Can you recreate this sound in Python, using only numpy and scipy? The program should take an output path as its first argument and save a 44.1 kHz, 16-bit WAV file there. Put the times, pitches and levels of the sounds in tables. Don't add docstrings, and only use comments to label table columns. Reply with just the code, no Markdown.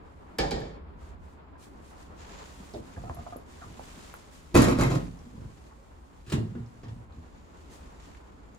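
import sys
import numpy as np
from scipy import signal
from scipy.fft import rfft, irfft, next_fast_len
from scipy.io import wavfile
from scipy.ndimage import uniform_filter1d

SR = 44100
rng = np.random.default_rng(int(sys.argv[2]) if len(sys.argv) > 2 else 0)


def persist_wave(psi):
    counts = np.round(np.clip(psi, -1, 1) * 32767).astype(np.int16)
    wavfile.write(sys.argv[1], SR, np.atleast_2d(counts).T)


def volts_from_db(level):
    exponent = np.asarray(level, float) / 20
    return 10 ** exponent


N = 378378

# hz, level_db
HUM = [(12, -67), (20, -16), (53, 3), (78, 2.5), (97, -12), (180, -13.5), (230, -18), (400, -120)]
HUM_DB = -53.5
# start_s, length_s, level_db
STEPS = [
    (0.727, 0.49, -54.5),
    (1.65, 0.73, -66),
    (5.843, 0.18, -75),
    (7.746, 0.22, -69),
]
STEP_ATTACK_S, STEP_DYING_DB_S = 0.11, 84
# time_s, level_db
TRAFFIC = [(0, -58.5), (.9, -58), (1.3, -61), (2.1, -58.5), (3.2, -59), (4, -59), (4.5, -63), (5.4, -62),
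           (6.0, -64), (6.7, -62), (7.1, -62.5), (7.8, -60), (8.3, -61), (8.58, -62)]
TRAFFIC_BOOM_DB = -58
# hz, level_db
AIR = [(240, -13), (400, 2), (673, -2), (1020, -1.5), (1230, -5), (3020, -21.5), (5200, -31), (8800, -120)]
# hz, level_db
HISS = [(1180, -38), (2000, 0), (5540, -16), (7310, -8), (11900, -52), (13000, -23), (14400, -16),
        (16000, -12)]
HISS_DB = -75.5
# start_s, length_s, level_db, crispness_db
RUBS = [(0, 0.48, -80, 1.5), (0.994, 0.13, -70, -1), (1.22, 0.15, -77.5, 3), (1.603, 0.068, -69.5, 10),
        (1.727, 0.46, -74, -3), (1.838, 0.11, -76, 7.5), (1.985, 0.063, -65, -1.5),
        (2.183, 0.25, -58, -7.5), (2.317, 0.14, -64, -27), (2.432, 0.38, -62, -1), (2.842, 0.51, -63.5, -3),
        (3.36, 0.1, -73.5, -2), (3.481, 0.76, -62.5, -2), (3.8, 0.32, -66.5, -2), (4.238, 0.85, -67, -2),
        (4.34, 0.019, -67, 11), (4.917, 0.8, -69, -1), (5.734, 0.42, -76, 1.5), (6.15, 0.79, -72.5, -1.5),
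        (6.913, 0.16, -79.5, 5), (7.117, 0.46, -70.5, -5), (7.57, 0.64, -67, -4.5), (7.73, 0.024, -69, 14),
        (8.017, 0.076, -68.5, -3), (8.22, 0.47, -73, -4.5)]
RUB_ATTACK_S, RUB_DYING_DB_S, RUB_BODY_DB = 0.061, 215, 3.5
# hz, level_db
CLOTH = [(1060, 4.5), (1800, 3.5), (4590, -1.5), (5680, -4.5), (7330, 1), (8000, -14), (10400, -54),
         (17600, -120)]
# hz, level_db
CRISP = [(4710, -6.5), (8000, -6), (11900, -13.5), (12500, -13), (13200, -36), (14400, -12.5), (15100, -17),
         (16000, -12)]
# hz, level_against_sum_db
SIDE_FAR = [(60, -11), (200, -6), (380, -2.5), (700, 3), (1290, 2), (2380, 0.5), (8120, -1.5), (15000, 0.5)]
# hz, level_against_sum_db
SIDE_NEAR = [(60, -9), (200, -10), (380, -2.5), (700, 2), (1290, -1), (2380, 0), (4400, -2), (15000, -2.5)]
# hz, t60_s
ROOM_T60 = [(60, 0.95), (300, 0.31), (1500, 0.24), (5000, 0.19), (14000, 0.12)]
ROOM_BANDS_HZ = 25 * 2 ** np.arange(0, 9.6, .5)
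# hz, level_db
SCATTER_BASS = [(40, -14), (400, 0)]
SCATTER_T60_S = 0.14
# hz, level_db
TREBLE_SHAPE = [(12300, 0), (12750, -24), (13550, -24), (13800, 0), (15200, -1), (15900, -16), (16500, -40)]
# start_s, peak_db, pitch_hz, length_s
CREAKS = [(2.975, -46, 694, 0.014), (3.037, -44, 716, 0.0093), (3.053, -46, 745, 0.036),
          (3.105, -42.5, 680, 0.0099), (3.169, -40, 700, 0.006), (3.188, -41, 700, 0.009),
          (3.264, -38, 715, 0.01), (3.323, -36.5, 694, 0.012), (3.617, -46, 1450, 0.028),
          (3.617, -44.5, 727, 0.008), (5.708, -56, 1450, 0.022)]
SQUEAK_FALL_PER_S, SQUEAK_FALL_MAX = 16.3, 0.257
SLIP_JITTER = (.5, 1.6)
# start_s, peak_db, pitch_hz, t60_s
KNOCKS = [
    (1.554, -49.5, 1000, 0.053),
    (2.739, -32, 413, 0.036),
    (2.747, -30, 480, 0.022),
    (2.756, -28, 356, 0.028),
    (2.765, -29, 345, 0.027),
    (2.788, -36, 305, 0.046),
    (2.968, -43, 523, 0.069),
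]
# start_s, peak_db,
# pitch_hz, t60_s
DRUMS = [(.395, -28, 196, .12), (0.459, -29.5, 148, 0.14), (.52, -42, 160, 0.12), (0.607, -33, 133, 0.17),
         (4.573, -13, 132.7, 0.22), (4.606, -13.5, 133, 0.15), (4.671, -26, 146, 0.1),
         (4.718, -24, 146, .2), (4.845, -23, 131, 0.44), (4.867, -20.5, 129, 0.19), (4.958, -13, 136, 0.09),
         (4.553, -29, 2550, .07), (4.552, -28, 2000, .08), (2.875, -45, 270, .2), (4.835, -32.5, 2075, .12),
         (4.814, -37, 2180, 0.073), (.433, -34, 780, 0.22), (.392, -29, 440, .15), (.387, -39, 2250, .08),
         (.51, -45, 2300, 0.052), (0.56, -44, 1860, .06), (.515, -36, 420, .12), (6.553, -55, 1480, .1),
         (6.555, -59, 1700, .08), (6.345, -42, 1090, .06), (2.745, -40, 620, .07),
         (2.763, -40.5, 592, 0.092), (2.6, -37, 197, 0.091), (6.278, -37.5, 124, .15),
         (6.337, -21, 135, .15), (6.381, -22, 111.4, 0.28), (6.549, -34, 235.3, 0.43),
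         (6.601, -27.5, 116.4, 0.19), (6.853, -35, 127, 0.11), (6.895, -39, 122, 0.16),
         (6.913, -32.5, 119.3, 0.23), (7.179, -47, 115, 0.12), (2.755, -42, 225, 0.14),
         (2.965, -44, 1650, .025), (3.17, -42, 110, .15), (3.323, -46, 260, .1), (3.01, -40, 100, .1),
         (.617, -48, 1740, .1), (.575, -46, 1150, .05), (.39, -40, 1280, .1), (3.68, -45, 98, 0.22),
         (3.781, -47, 178, .1), (3.3, -41.5, 100, 0.23), (3.359, -40, 255, 0.12), (3.065, -43, 330, .08),
         (3.111, -46, 295, .08), (5.78, -60, 546, 0.69), (0.387, -38, 1733, 0.18),
         (0.399, -44, 2800, 0.087)]
# start_s, peak_db, pitch_hz
SNAPS = [
    (3.038, -39, 710),
    (3.097, -29.5, 1010),
    (3.36, -35.5, 534),
    (3.795, -34.5, 776),
    (3.616, -47, 1700),
    (4.14, -35, 1400),
    (8.149, -44.5, 2100),
]
# start_s, peak_db, pitch_hz
TICKS = [(2.738, -51, 4800), (2.739, -53, 5600), (2.744, -52, 3750), (2.747, -55, 3900),
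         (3.147, -47.5, 11450), (3.3676, -47, 11350), (4.1403, -52, 10600), (4.1405, -48, 13900),
         (4.164, -55, 11700), (6.663, -61, 5330), (7.1234, -62, 4000), (8.548, -56.5, 6950),
         (5.191, -55.5, 5790)]
# start_s, length_s, level_db, panel_note_db
DRAGS = [
    (2.733, 0.08, -44, -2),
    (2.962, 0.14, -39, -12),
    (3.152, 0.048, -45, -10),
    (3.63, 0.07, -46, -14),
    (5.246, 0.11, -46, 0.5),
    (5.366, 0.092, -42, -13),
    (7.126, 0.05, -44, -14),
]
DRAG_ATTACK_S, DRAG_DYING_DB_S = 0.026, 250
# start_s, peak_db, crack_db
BANGS = [(0.386, -18, -32), (0.508, -31, -37), (4.55, -1, -52), (4.562, -25, -26), (4.579, -24, -38),
         (4.6, -30, -25), (4.622, -35, -29.5), (4.643, -36, -30.5), (4.681, -13, -32.5), (4.786, -17, -46),
         (4.809, -10, -30.5), (4.835, -15, -47), (4.902, -19, -53), (4.95, -34, -39.5), (6.275, -52, -73),
         (6.298, -52, -43.5), (6.32, -16, -33.5), (6.331, -21, -52), (6.55, -30, -69), (6.833, -43, -63),
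         (6.882, -42, -57.5)]
# start_s, length_s, level_db, brightness_db, sag_db_per_s
SHAKES = [
    [(0.384, 0.1, -26.5, -12.5, 60), (0.509, 0.26, -30, -14.5, 57.5)],
    [(4.542, 0.19, -12.5, -18, 40), (4.77, 0.018, -27, -24, 10), (4.785, 0.099, -25, -14.5, 35),
     (4.9, 0.054, -25, -19.5, 24)],
    [(6.262, 0.068, -56, -2.5, -55), (6.318, 0.22, -23.5, -22.5, 79), (6.548, 0.047, -39, -34, 45)],
    [(6.828, 0.028, -40, -24, 10), (6.88, 0.088, -40.5, -44, 15)],
]
# level_db, brightness_share, sag_share, dying_db_per_s, attack_s
BOOM = (0.07, 0.013, 1.04, 139, .012)
CLACK = (.1, .6, 1.38, 300, .005)
SIZZLE = (.1, 1.007, 1.92, 470, 0.0026)
# hz, width_hz, level_db
PANELS = [
    [(51.3, 16, -3), (164, 27, 2), (428, 60, -9)],
    [(47.2, 3.6, 3.5), (130.8, 26, 3), (175.8, 6.5, -0.5), (214, 6.7, 0), (266, 10.4, 1), (310, 22.6, -3.5)],
    [(82, 29, -14), (117.6, 12.7, 0), (139, 33, -4.5), (196, 29, -1.5), (226, 18.5, -4)],
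    [(108, 17.6, -0.5), (230, 51, -10)],
]
# hz, level_db
WOOD = [
    [(18, -38), (30, -3), (59, 2), (102, -18), (146, 3.5), (400, -15.5), (520, -59), (880, -120)],
    [(18, -37), (30, -28), (124, 1), (198, -5.5), (262, -4), (400, -14), (520, -84), (880, -120)],
    [(18, -47), (30, -15), (108, 22), (166, 3), (233, -3), (400, -17), (520, -53), (880, -120)],
    [(18, -46), (30, -8), (118, 0), (235, -22), (280, -35), (400, -30), (520, -53), (880, -120)],
]
# hz, width_hz, level_db
FITTINGS = [
    [(480, 89, 2.5), (561, 12, 14.5), (800, 70, 1.5), (1760, 180, -8.5), (2270, 110, -6.5),
     (3190, 260, -12), (3610, 200, -18), (4500, 200, -22), (5140, 210, -38)],
    [(483, 22, -6), (520, 19, -3.5), (562, 21, -2.5), (745, 95, -15), (1070, 28, -5.5), (1298, 33, -8),
     (1910, 30, -24), (2160, 310, -22), (2590, 46, -18), (3910, 100, -21.5)],
    [(345, 58, 4), (450, 73, 2.5), (1110, 35, -35), (1700, 87, -14), (2830, 78, -19)],
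    [(470, 94, -8), (1000, 50, -5), (1930, 200, -29)],
]
# hz, level_db
EDGE = [(210, 8), (350, 9), (418, -1), (871, -2), (1050, -5.5), (1260, -3), (1800, -32), (2340, -85)]
# hz, level_db
CRACK = [
    [(940, -12), (1600, 3), (2670, -11), (3020, -4), (4750, 2), (5760, -6), (6850, -6), (16000, -45)],
    [(940, -0.5), (1600, 0), (3390, -10.5), (6990, -7), (9510, -20), (11200, -14.5), (13900, -32),
     (16000, -55)],
    [(940, -6.5), (1600, -3.5), (4190, -4.5), (5870, -12), (7050, -8.5), (13200, -24), (16000, -21)],
    [(940, -31), (1600, 6), (6470, -7), (11900, -37), (12900, -37), (16000, -24)],
]
# hz, width_hz, level_db
STEEL = [
    [(3060, 60, -1), (3900, 53, -3), (4450, 59, -3), (4680, 54, -5), (5200, 64, -7), (7050, 70, -4)],
    [(1554, 60, -2), (1880, 40, -2), (2190, 47, -4), (3220, 40, 5), (3880, 49, -2), (4470, 40, 3.5),
     (4830, 39, -3), (6930, 40, 1), (7080, 60, 0)],
    [(1220, 60, 1), (1610, 60, -2), (2510, 50, -5)],
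    [(1000, 60, 3)],
]
# start_s, peak_db, pitch_hz
RAPS = [(.388, -21, 500), (0.397, -30, 368), (.421, -31, 720), (.450, -20, 774), (.449, -28, 308),
        (.466, -27, 750), (.512, -39, 685), (0.521, -34, 350), (.535, -34, 720), (.547, -33, 657),
        (.571, -29, 720), (.614, -36, 295), (.635, -32, 620), (4.553, -12, 603), (4.548, -23, 310),
        (4.562, -22, 730), (4.582, -23, 700), (4.559, -4.5, 289), (4.576, -14, 296), (4.578, -23, 1070),
        (4.591, -12, 266), (4.617, -10.5, 278), (4.621, -28, 726), (4.64, -19, 272), (4.678, -16, 226),
        (4.691, -19.5, 255), (4.699, -27, 1080), (4.723, -19, 241), (4.752, -31, 276), (4.786, -26, 540),
        (4.593, -22, 1290), (4.958, -32, 1240), (4.643, -30, 1800), (4.777, -32, 1306), (4.803, -25, 302),
        (4.809, -34, 1085), (4.828, -28, 1080), (4.831, -24, 266), (4.85, -16, 301), (4.909, -24, 322),
        (4.929, -28, 726), (4.962, -25, 271), (6.321, -22.5, 385), (6.336, -36, 270), (6.369, -22.5, 292),
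        (6.38, -33, 630), (6.402, -27, 266), (6.445, -45, 266), (6.552, -34.5, 417), (6.832, -41, 396),
        (6.866, -43, 244), (7.14, -43, 252), (7.17, -48, 252)]
RAP_CYCLES = 16.0
# start_s, peak_db
CLICKS = [(0.3849, -30.5), (0.5093, -42), (0.604, -57), (4.5525, -25.5), (4.575, -23), (4.62, -21.5),
          (4.642, -28), (4.7, -42), (4.712, -38), (4.7867, -48), (4.8094, -32), (4.835, -35), (4.9015, -49),
          (4.95, -47), (6.299, -50), (6.325, -46), (4.928, -49)]
CLICK_T60_S = 0.0086
# hz, level_db
CLICK = [(700, -24), (1500, 4), (5000, -8.5), (9500, 0.5), (12000, -3), (16000, -9)]


def rms_one(x):
    return x / np.sqrt(np.mean(x ** 2) + 1e-20)


def at_hz(points, hz):
    f, value = np.transpose(points)
    return np.interp(np.log(np.maximum(hz, 1)), np.log(np.maximum(f, 1)), value)


def gains(points, size):
    return volts_from_db(at_hz(points, np.fft.rfftfreq(size, 1 / SR)))


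def colour(x, points):
    size = next_fast_len(x.shape[-1])
    return irfft(rfft(x, size) * gains(points, size), size)[..., :x.shape[-1]]


def drift(rate):
    r = np.exp(-80 * np.pi * rate / SR)
    luck = rng.standard_normal(N // 40 + 2002)
    slow = signal.lfilter([1], [1, -2 * r, r * r], luck)[2000:]
    return np.interp(np.arange(N) / 40, np.arange(len(slow)), rms_one(slow))


def grains(per_s, spread_db):
    rank = np.minimum(rng.exponential(1, N), 3.0)
    sizes = volts_from_db(spread_db * rank) * rng.choice([-1, 1], N)
    return rms_one(sizes * (rng.random(N) < per_s / SR))


def resonate(x, hz, width_hz):
    r = np.exp(-np.pi * width_hz / SR)
    top = np.array([1, 0, -1]) * (1 - r * r) / 2
    return signal.lfilter(top, [1, -2 * r * np.cos(2 * np.pi * hz / SR), r * r], x)


def ringing(x, modes):
    steps = np.arange(len(x)) / (0.0313 * SR)
    out = 0
    for k, (hz, width_hz, db) in enumerate(modes):
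        luck = rng.standard_normal(int(len(x) / 500))
        wander_db = 1.0 * np.interp(steps, np.arange(len(luck)), luck)
        out = out + resonate(x * volts_from_db(db + wander_db), hz, width_hz) * (-1) ** k
    return out


def add(track, s, sound):
    at = round(s * SR)
    track[at:at + len(sound)] += sound[:N - at]


def ping(hz, t60, db):
    t = np.arange(SR // 4) / SR
    decay = volts_from_db(db - 60 * t / max(t60, .002))
    return decay * np.sin(2 * np.pi * hz * t) * np.minimum(1.52 * hz * t, 1)


def stroke(s, length, db, attack, sag_db, dying_db):
    out, t = np.zeros(N), np.arange(round((length + 1) * SR)) / SR
    held = np.minimum(t, length)
    add(out, max(s, 0), np.minimum(t / attack, 1) * volts_from_db(db - sag_db * held - dying_db * (t - held)))
    return out


def far_noise(spectrum, level_db, patchy_db, rate):
    size = next_fast_len(N)
    real, imaginary = rng.standard_normal((2, 2, size // 2 + 1))
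    shape = gains(spectrum, size) * (real + 1j * imaginary)
    shape[1] *= gains(SIDE_FAR, size)
    mid, side = irfft(shape, size)[:, :N]
    scale = volts_from_db(level_db + patchy_db * drift(rate)) / np.std(mid)
    return np.array([mid + side, mid - side]) * scale


def hum_and_steps():
    level = volts_from_db(HUM_DB)
    for s, length, db in STEPS:
        level = level + stroke(s, length, db, STEP_ATTACK_S, 0, STEP_DYING_DB_S)
    return level * far_noise(HUM, 0, patchy_db=-0.5, rate=8.5)


def traffic_boom(traffic_db):
    spectrum = [(90, 3), (140, 4.5), (280, 7.5), (450, -3.5), (700, -44.5)]   # hz, level_db
    level_db = TRAFFIC_BOOM_DB + traffic_db - traffic_db.mean()
    return far_noise(spectrum, level_db, patchy_db=1.2, rate=9.4)


def air_and_sleeve(traffic_db):
    rustle = fizz = 0
    for s, length, db, crisp_db in RUBS:
        rub = stroke(s - RUB_ATTACK_S / 2, length, db, RUB_ATTACK_S, 0, RUB_DYING_DB_S)
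        rustle, fizz = rustle + rub, fizz + rub * volts_from_db(crisp_db)
    rub_body = volts_from_db(RUB_BODY_DB) * (rustle - fizz).clip(0)
    air = np.hypot(volts_from_db(traffic_db), rub_body) * far_noise(AIR, 0, patchy_db=1.38, rate=11.6)
    cloth = rustle * far_noise(CLOTH, 0, patchy_db=2.0, rate=88.0)
    crisp = fizz * far_noise(CRISP, 0, patchy_db=-1.0, rate=130.0)
    return air + cloth + crisp


def background():
    traffic_db = np.interp(np.arange(N) / SR, *np.transpose(TRAFFIC))
    hiss = far_noise(HISS, HISS_DB - 4.5, patchy_db=3.5, rate=2.5)
    return hum_and_steps() + traffic_boom(traffic_db) + air_and_sleeve(traffic_db) + hiss


def room(x):
    t, tail = np.arange(SR // 2) / SR, 0
    white = rng.standard_normal((2, SR // 2))
    for low, high in zip(ROOM_BANDS_HZ, ROOM_BANDS_HZ[1:]):
        band = signal.sosfilt(signal.butter(2, [low, high], "band", fs=SR, output="sos"), white)
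        decay = volts_from_db(-60 * t / at_hz(ROOM_T60, low)) * np.minimum(t / 0.0019, 1)
        tail = tail + band * decay * min(low / 350, 1)
    tail = tail / np.sqrt(np.sum(tail[0] ** 2))
    side = volts_from_db(2.5) * colour(tail[1], SIDE_NEAR)
    return signal.oaconvolve(x[None], np.array([tail[0] + side, tail[0] - side]), axes=1)[:, :N]


def ports(x, side_db, scatter_db):
    size = next_fast_len(N)
    t = np.arange(SR // 10) / SR
    scatter = rng.standard_normal(len(t)) * volts_from_db(-60 * t / SCATTER_T60_S)
    scatter = scatter / np.sqrt(np.sum(scatter ** 2))
    scattered = volts_from_db(scatter_db) * rfft(scatter, size) * gains(SCATTER_BASS, size)
    mixed = volts_from_db(side_db) * 1j + scattered
    side = irfft(mixed * rfft(x, size) * gains(SIDE_NEAR, size), size)[:N]
    return np.array([x + side, x - side])


def creaks():
    out = np.zeros(N)
    t = np.arange(3000) / SR
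    for s, db, hz, length in CREAKS:
        squeak = hz > 1000
        luck = rng.standard_normal(len(t))
        grip = np.minimum(t / 0.0014, 1) * np.clip((length + 0.006 - t) / 0.008, 0, 1)
        grip = grip * (1 + 0.21 * np.sqrt(40) * uniform_filter1d(luck[::-1], size=40))
        fall = squeak * np.minimum(SQUEAK_FALL_PER_S * t, SQUEAK_FALL_MAX)
        jitter = SLIP_JITTER[int(squeak)] * uniform_filter1d(luck, size=150)
        phase = 2 * np.pi * np.cumsum(hz * (1 - fall + jitter)) / SR
        overtone = 0.4 * (hz < 1000) * np.sin(1.72 * phase)
        add(out, s, volts_from_db(db - 2.5) * grip * (np.sin(phase) + overtone))
    return out


def knocks_and_ticks():
    out = np.zeros(N)
    for s, db, hz, t60 in KNOCKS:
        add(out, s, ping(hz, t60, db - 0.5) + ping(1.606 * hz, 1.2 * t60, db - 8.0))
        add(out, s, ping(3.3 * hz, 0.41 * t60, db - 35) + ping(0.55 * hz, 1.6 * t60, db - 6.0))
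    for s, db, hz, t60 in DRUMS:
        add(out, s, ping(hz, t60, db))
    for s, db, hz in SNAPS:
        add(out, s, ping(hz, 12.5 / hz, db + 1.0) + ping(1.42 * hz, 4.8 / hz, db - 2.0))
        add(out, s, ping(0.77 * hz, 5.3 / hz, db + 8.5))
    for s, db, hz in TICKS:
        add(out, s, ping(hz, 0.013, db) + ping(1.09 * hz, 0.0034, db + 0.5) + ping(0.96 * hz, 0.0063, db))
    return out


def dragging_edges():
    out, lumps = 0, grains(250, spread_db=3.0)
    low = rms_one(resonate(resonate(lumps, 55, 74), 55, 104))
    panel = rms_one(resonate(resonate(lumps, 219.5, 8.9), 237, 39))
    for s, length, db, panel_db in DRAGS:
        drag = stroke(s, length, db, DRAG_ATTACK_S, 0, DRAG_DYING_DB_S)
        out = out + drag * (low + volts_from_db(panel_db) * panel)
    return out


def shaking(rows, layer):
    layer_db, bright_share, sag_share, dying_db, attack = layer
    out = 0
    for s, length, db, bright_db, sag_db in rows:
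        level_db = db + layer_db + bright_share * bright_db
        out = out + stroke(s, length, level_db, attack, sag_share * sag_db, dying_db)
    return out


def edges(x, fittings):
    return ringing(x, fittings) + volts_from_db(-11.0) * colour(x, EDGE)


def banging_panels():
    thud, snap, click, out = np.zeros((4, N))
    t = np.arange(SR // 10) / SR
    for s, peak_db, crack_db in BANGS:
        add(thud, s, volts_from_db(peak_db - 9.0 - 60 * t / 0.074) * np.minimum(t / 0.0098, 1))
        add(snap, s, volts_from_db(crack_db - 2.0 - 60 * t / 0.066) * np.minimum(t / 0.0018, 1))
    for s, db in CLICKS:
        add(click, s, volts_from_db(db - 60 * t / CLICK_T60_S))
    for s, db, hz in RAPS:
        add(out, s, ping(hz, RAP_CYCLES / hz, db))
    low_hits, mid_hits = grains(400, spread_db=2.5), grains(1500, spread_db=2.0)
    high_hits = grains(6000, spread_db=2.6)
    for rows, modes, fittings, wood, crack, steel in zip(SHAKES, PANELS, FITTINGS, WOOD, CRACK, STEEL):
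        part = slice(round(rows[0][0] * SR) - SR // 10, round(rows[-1][0] * SR) + SR // 2)
        low, mid, high = low_hits[part], mid_hits[part], high_hits[part]
        boom, clack, sizzle = (shaking(rows, layer)[part] for layer in (BOOM, CLACK, SIZZLE))
        push = boom + thud[part]
        swell = uniform_filter1d(push, size=601, origin=300)
        out[part] += volts_from_db(-5.5) * ringing(low * push, modes) / np.std(ringing(low, modes))
        out[part] += volts_from_db(-8.5) * rms_one(colour(low, wood)) * swell
        driven = mid * (clack + volts_from_db(-0.5) * thud[part])
        out[part] += volts_from_db(1.0) * edges(driven, fittings) / np.std(edges(mid, fittings))
        bright = rms_one(colour(high, crack)) * (sizzle + snap[part])
        out[part] += volts_from_db(-1.0) * bright
        for hz, width_hz, db in steel:
            out[part] += volts_from_db(db) * resonate(bright, hz, width_hz)
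        out[part] += rms_one(colour(high, CLICK)) * click[part]
    return out


def scene():
    wood = banging_panels() + dragging_edges()
    metal = creaks() + knocks_and_ticks()
    far = room(volts_from_db(-6.5) * wood + volts_from_db(-7.0) * metal) + background()
    near = ports(volts_from_db(-1.5) * wood + metal, side_db=-6.0, scatter_db=-0.5)
    return far + near * volts_from_db(np.array([[-.8], [.8]]))


def top_cut(x):
    return signal.sosfilt(signal.butter(12, 16460, fs=SR, output="sos"), x)


def record(dry):
    rounded = 0.89 * np.tanh(dry / 0.86)
    return top_cut(colour(rounded, TREBLE_SHAPE))


dry = scene()
out = record(dry)
persist_wave(out)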